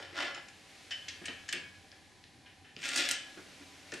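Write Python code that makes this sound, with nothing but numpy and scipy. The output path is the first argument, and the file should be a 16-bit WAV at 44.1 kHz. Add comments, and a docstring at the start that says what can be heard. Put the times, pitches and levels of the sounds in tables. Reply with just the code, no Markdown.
"""Screwing a fitting onto a glass door.

A T-handled key drives a steel fitting onto the door's rail in a bare, quietly humming room.
The thread sticks and slips in two short, grating turns that ring the fitting and the rail.
The key clicks in its socket and sets a small cap ringing. The glass thuds softly; hands rub on metal."""
import sys
import numpy as np
from scipy import signal
from scipy.fft import rfft, irfft
from scipy.io import wavfile
from scipy.ndimage import uniform_filter1d

SR = 44100
rng = np.random.default_rng(int(sys.argv[2]) if len(sys.argv) > 2 else 0)


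def store_wav(level_fs):
    """Save 16-bit WAV to argv[1]."""
    pcm = np.round(np.clip(np.atleast_2d(level_fs), -1, 1) * 32767)
    wavfile.write(sys.argv[1], SR, pcm.T.astype(np.int16))


N = 176400
TIME_S = np.arange(N) / SR

# room noise: freq_hz, relative_db
AIR_SPECTRUM = [(20, -20), (53, -11), (86, -14), (120, -6), (300, -12.5), (380, -13.5), (520, -14.5),
                (800, -20), (1100, -21), (1300, -24), (1700, -14.5), (3000, -19.5), (4110, -18),
                (8000, -27), (11500, -30), (13000, -75.5)]
# faint drones in the room noise: freq_hz, width_hz, gain_db
AIR_MODES = [(289.4, 107.3, -0.5), (777.5, 38.4, 14), (994.1, 8.3, 15.5)]
# low drone: time_s, level_db
RUMBLE_ENVELOPE = [(0, -64), (0.7, -76.5), (1.1, -66), (1.6, -66), (2.6, -68.5), (3.1, -74), (4, -69)]
# reverberation time: freq_hz, t60_s
ROOM_T60 = [(200, 0.85), (400, 0.58), (1000, 0.56), (2200, 0.63), (4500, 0.3553), (8000, 0.3946),
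            (13000, 0.01)]
# reverberation level: freq_hz, level_db
ROOM_LEVEL = [(200, -1), (1000, -1.5), (2200, 0.5), (4500, -1.5), (8000, -10.5), (13000, 2.5)]

# hands on metal: time_s, level_db
RUB_ENVELOPE = [(0, -65), (0.6, -60.5), (0.78, -57), (1.2, -57), (1.45, -58.5), (1.9, -64.5), (2.7, -77),
                (3.3, -55.5), (3.85, -57), (4, -52.5)]
# knocks on the glass: start_s, level_db, pitch_hz, decay_s, note_gain_db
THUDS = [(0.0, -45.5, 548, 0.00817, 7), (0.124, -55, 336, 0.0284, 9), (0.232, -49, 331.8, 0.0304, 6.5),
         (1.215, -47.5, 329.8, 0.0199, 6), (1.284, -43.5, 289.8, 0.02, -7),
         (1.535, -48.5, 335.8, 0.051, -4.5), (2.766, -45.5, 207, 0.00634, 4.5),
         (3.372, -46, 324.8, 0.0221, 4.5), (3.607, -55.5, 284.6, 0.0211, 7.5),
         (3.923, -43.5, 312.3, 0.0258, -5)]
# turns of the thread: time_s, level_db
FIRST_TURN_ENVELOPE = [(0, -49.5), (0.045, -55), (0.08, -64), (0.135, -58.5), (0.168, -41.5), (0.21, -40),
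                       (0.25, -42), (0.275, -51.5), (0.33, -57), (0.38, -52.5), (0.42, -89)]
LAST_TURN_ENVELOPE = [(2.78, -62), (2.812, -53), (2.832, -45), (2.87, -42.5), (2.92, -45), (2.965, -36.5),
                      (2.985, -30), (3.012, -35.5), (3.035, -42.5), (3.055, -39), (3.09, -48.5),
                      (3.135, -43), (3.17, -67.5)]
# key in its socket: start_s, level_db, decay_s, upper_edge_hz, lower_edge_hz, cap_drive_db
CLICKS = [(0.346, -41.5, 0.0039, 8100, 700, 11), (0.484, -48, 0.00585, 8500, 1500, 2),
          (0.907, -36, 0.0135, 6050, 986, 1), (0.919, -39.5, 0.0096, 5500, 980, 10.5),
          (1.082, -32, 0.0106, 6330, 2280, -30.5), (1.236, -45.5, 0.04, 3470, 1210, -7.5),
          (1.255, -35.5, 0.0096, 9720, 1490, -21), (1.281, -32, 0.00632, 3900, 249, -3),
          (1.481, -43, 0.0053, 6940, 1200, -17.5), (1.4891, -29, 0.00395, 7440, 1340, -0.5),
          (1.526, -25.5, 0.00362, 11400, 1960, -35), (1.529, -24.5, 0.006, 3056, 1126, -29),
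          (1.9162, -37, 0.00227, 4940, 3800, -25.5), (1.925, -46, 0.0043, 2170, 298, -20),
          (2.2395, -37.5, 0.00151, 4170, 2740, -25), (2.457, -50.5, 0.026, 3500, 1200, -4.5),
          (2.643, -51.5, 0.0354, 3010, 1200, -4), (2.765, -26, 0.00107, 4030, 3860, -16.5),
          (2.828, -32.5, 0.0063, 3500, 1300, -12), (2.838, -31.5, 0.0047, 6300, 785, -19.5),
          (2.859, -46, 0.0043, 8000, 890, -21), (2.889, -26.5, 0.0027, 9400, 1480, -24.5),
          (2.932, -35.5, 0.0034, 8000, 1200, -19.5), (2.942, -34, 0.003, 9000, 2500, -20.5),
          (2.9588, -23.5, 0.00475, 10950, 4030, -29), (2.972, -27, 0.0121, 10350, 3500, -6),
          (3.088, -23, 0.00344, 12600, 2330, -1), (3.1108, -20, 0.00408, 13100, 3590, -6.5),
          (3.9198, -37, 0.0047, 6080, 300, -10.5), (3.923, -28.5, 0.0061, 1610, 1540, -30),
          (3.9375, -33.5, 0.00495, 9260, 2860, -11.5)]

# contact spectra: freq_hz, relative_db
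RUB_SPECTRUM = [(100, -24), (200, -14), (265, 11.5), (400, -1.5), (600, 4.5), (800, -3), (1200, -1),
                (2200, 6), (4000, 1.5), (6600, -2.5), (12000, -13.5), (14000, -69.5)]
THUD_SPECTRUM = [(60, -21.5), (160, -4), (350, 2), (550, -8.5), (1000, -16.5), (1600, -7), (4000, -46.5)]
FIRST_TURN_SPECTRUM = [(100, -29.5), (200, -30.5), (320, 1), (450, -10), (720, 0), (1050, -3), (1750, -1),
                       (2300, -2), (3200, -5), (5400, -9), (8000, -20), (12000, -39)]
LAST_TURN_SPECTRUM = [(100, -23.5), (200, -10), (320, -1.5), (430, -11), (560, -6.5), (1000, -10),
                      (1400, -0.5), (2000, 1), (3200, 3), (5000, -1.5), (7600, -4.5), (10000, -16),
                      (14000, -28.5)]
CLICK_SPECTRUM = [(100, -41), (300, -8), (700, -5), (1050, -13), (1700, 2.5), (2700, 1), (4000, -2.5),
                  (6000, -0.5), (8500, -4.5), (11000, -13.5), (14000, -21.5)]

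# resonances of the metal parts: freq_hz, width_hz, gain_db
RAIL_MODES = [(270, 28.4, 0), (329.2, 32, 3), (556.1, 29, 7.5), (712, 27.6, 6), (1722.2, 46.8, 6),
              (1834, 45, 0), (2457.2, 37.8, 1.5), (2706.5, 52.3, 0), (8277, 150, 1.5)]
FITTING_MODES = [(1399, 41.8, 6.5), (2009.5, 30.8, 7.5), (3408, 28, 3), (3571, 21.3, 6), (4355, 10.9, 2.5),
                 (4710, 28.4, 4.5), (5428, 36, 6.5), (6928, 38, 2)]
CAP_MODES = [(3030.3, 47.3, 13), (5260, 79, 0.5), (7155, 106, 3.5)]


def from_db(db):
    """Decibels to gain."""
    return 10 ** (np.asarray(db) / 20)


def unit_rms(x):
    """Scale to unit power."""
    return x / np.sqrt(np.mean(x ** 2) + 1e-20)


def at_hz(table, hz):
    """Interpolate on a log-frequency axis."""
    freqs_hz, values = np.transpose(table)
    return np.interp(np.log(np.maximum(hz, 1)), np.log(freqs_hz), values)


def gain_curve(envelope):
    """Gain over time, zero outside the envelope's span."""
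    times_s, levels_db = np.transpose(envelope)
    active = (TIME_S >= times_s[0]) & (TIME_S <= times_s[-1])
    return from_db(np.interp(TIME_S, times_s, levels_db)) * active


def colour(x, spectrum, taps=4096):
    """Minimum-phase filter with the given spectrum and unit power gain."""
    gain = unit_rms(from_db(at_hz(spectrum, np.fft.rfftfreq(taps, 1 / SR))))
    cepstrum = irfft(np.log(gain))
    cepstrum[1:taps // 2] *= 2
    cepstrum[taps // 2 + 1:] = 0
    response = irfft(np.exp(rfft(cepstrum)))
    return signal.fftconvolve(x, response)[:len(x)]


def low_pass(x, hz, order=2):
    """Soften the treble."""
    return signal.sosfilt(signal.butter(order, hz, fs=SR, output="sos"), x)


def high_pass(x, hz):
    """Thin the bass."""
    return signal.sosfilt(signal.butter(2, hz, "high", fs=SR, output="sos"), x)


def resonate(x, modes):
    """Parallel two-pole resonances driven by x."""
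    ringing = 0
    for freq_hz, width_hz, gain_db in modes:
        radius = np.exp(-np.pi * width_hz / SR)
        feedback = [1, -2 * radius * np.cos(2 * np.pi * freq_hz / SR), radius ** 2]
        mode = (1 - radius ** 2) / 2 * signal.lfilter([1, 0, -1], feedback, x + 1e-18)
        ringing += from_db(gain_db) * mode
    return ringing


def strike(start_s, attack_s, decay_s):
    """Envelope of a blow: quick rise, exponential fall."""
    age_s = np.maximum(TIME_S - start_s, 0)
    return (1 - np.exp(-age_s / attack_s)) * np.exp(-np.minimum(age_s / decay_s, 40))


def stereo(mid, side, side_db=0):
    """Mid and side to left and right."""
    side = from_db(side_db) * side
    return np.array([mid + side, mid - side])


def room_air(level_db=-62.5):
    """Steady room noise with faint narrow drones."""
    air = from_db(level_db) * colour(rng.standard_normal(N), AIR_SPECTRUM)
    return air + resonate(air, AIR_MODES)


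def room_rumble(pitch_hz=88.34, width_hz=17.6):
    """Low, wavering drone of narrow-band noise."""
    mode = [(pitch_hz, width_hz, 0)]
    drone = resonate(resonate(rng.standard_normal(N), mode), mode)
    return gain_curve(RUMBLE_ENVELOPE) * unit_rms(drone)


def even_reflections(age_s, passes=6):
    """Random reflections, evened out so that no pitch stands out of their decay."""
    fade = from_db(-60 * age_s / at_hz(ROOM_T60, 2000))
    noise = rng.standard_normal(len(age_s))
    for _ in range(passes):
        whitened = irfft(np.exp(1j * np.angle(rfft(noise * fade))))
        local_power = np.abs(uniform_filter1d(whitened ** 2, size=400))
        noise = whitened / np.sqrt(local_power + 1e-20)
    return noise


def room_tail(x, bands=12, delay_s=0.005):
    """Diffuse reverberation of hard walls, dying faster in the treble."""
    age_s = TIME_S[:SR]
    reflection_spectrum = rfft(even_reflections(age_s)) / np.sqrt(SR)
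    bins_hz = np.arange(SR // 2 + 1)
    centres_hz = np.geomspace(100, 14000, bands)
    response = 0
    for centre_hz, weights in zip(centres_hz, np.eye(bands)):
        band = irfft(reflection_spectrum * np.interp(bins_hz, centres_hz, weights))
        fade = from_db(-60 * age_s / at_hz(ROOM_T60, centre_hz))
        response += from_db(at_hz(ROOM_LEVEL, centre_hz)) * unit_rms(fade) * band
    delayed = np.pad(x, (int(delay_s * SR), 0))
    return signal.fftconvolve(delayed, response)[:N]


def bare_room(direct, echo_delay_s=0.0017, echo_db=-13, side_tail_db=-10):
    """Direct sound ahead, widened by a ceiling echo and reverberation."""
    ceiling_echo = from_db(echo_db) * np.interp(TIME_S - echo_delay_s, TIME_S, direct, left=0)
    mid = direct + room_tail(direct)
    side = ceiling_echo + from_db(side_tail_db) * room_tail(direct)
    return stereo(mid, side)


def hand_rub():
    """Faint friction noise of hands on metal."""
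    return gain_curve(RUB_ENVELOPE) * colour(rng.standard_normal(N), RUB_SPECTRUM)


def glass_thuds(attack_s=0.00273):
    """Soft knocks: a dull rattle of the panel around a short, low note."""
    rattle = colour(rng.standard_normal(N), THUD_SPECTRUM)
    thuds = 0
    for start_s, level_db, pitch_hz, decay_s, note_gain_db in THUDS:
        note = from_db(note_gain_db) * np.sin(2 * np.pi * pitch_hz * (TIME_S - start_s))
        thuds += from_db(level_db) * strike(start_s, attack_s, decay_s) * (note + rattle)
    return thuds


def thread_scrape(envelope, spectrum, slips_per_s=3200, spread_db=2.5, judder_db=3, judder_cut_hz=112.6):
    """The thread sticks and slips in dense, juddering runs of tiny clicks."""
    sizes = from_db(spread_db * np.minimum(rng.exponential(1, N), 4))
    signs = rng.choice([-1, 1], N)
    slips = sizes * signs * (rng.random(N) < slips_per_s / SR)
    judder = unit_rms(low_pass(rng.standard_normal(N), judder_cut_hz))
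    grating = unit_rms(slips * from_db(judder_db * judder))
    return colour(grating * gain_curve(envelope), spectrum)


def key_clicks(attack_ratio=0.1052):
    """Brief bursts of steel chattering on steel; some ring the cap."""
    contact, cap_drive = 0, 0
    for start_s, level_db, decay_s, upper_edge_hz, lower_edge_hz, cap_drive_db in CLICKS:
        chatter = rng.choice([-1., 1.], N) * strike(start_s, attack_ratio * decay_s, decay_s)
        burst = from_db(level_db) * high_pass(low_pass(chatter, upper_edge_hz, order=4), lower_edge_hz)
        contact += burst
        cap_drive += from_db(cap_drive_db) * burst
    return colour(contact + resonate(cap_drive, CAP_MODES), CLICK_SPECTRUM)


def scene(first_turn_cap_db=-3.5, pan_db=0.5):
    """Thread and key ring the metal parts, slightly left of centre, over the room's hum."""
    first_turn = thread_scrape(FIRST_TURN_ENVELOPE, FIRST_TURN_SPECTRUM)
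    last_turn = thread_scrape(LAST_TURN_ENVELOPE, LAST_TURN_SPECTRUM)
    thread = first_turn + last_turn
    steel = key_clicks() + thread
    rail = resonate(steel, RAIL_MODES)
    fitting = resonate(thread, FITTING_MODES)
    cap = from_db(first_turn_cap_db) * resonate(first_turn, CAP_MODES)
    work = bare_room(steel + rail + fitting + cap + glass_thuds())
    background = stereo(room_air() + hand_rub(), room_air() + hand_rub(), side_db=-11)
    rumble = stereo(room_rumble(), room_rumble(), side_db=-10)
    return work * from_db([[pan_db], [-pan_db]]) + background + rumble


def record(dry):
    """Steep treble cut."""
    cutoff_hz = 13900
    return signal.sosfilt(signal.ellip(10, .3, 80, cutoff_hz, fs=SR, output="sos"), dry)


dry = scene()
out = record(dry)
store_wav(out)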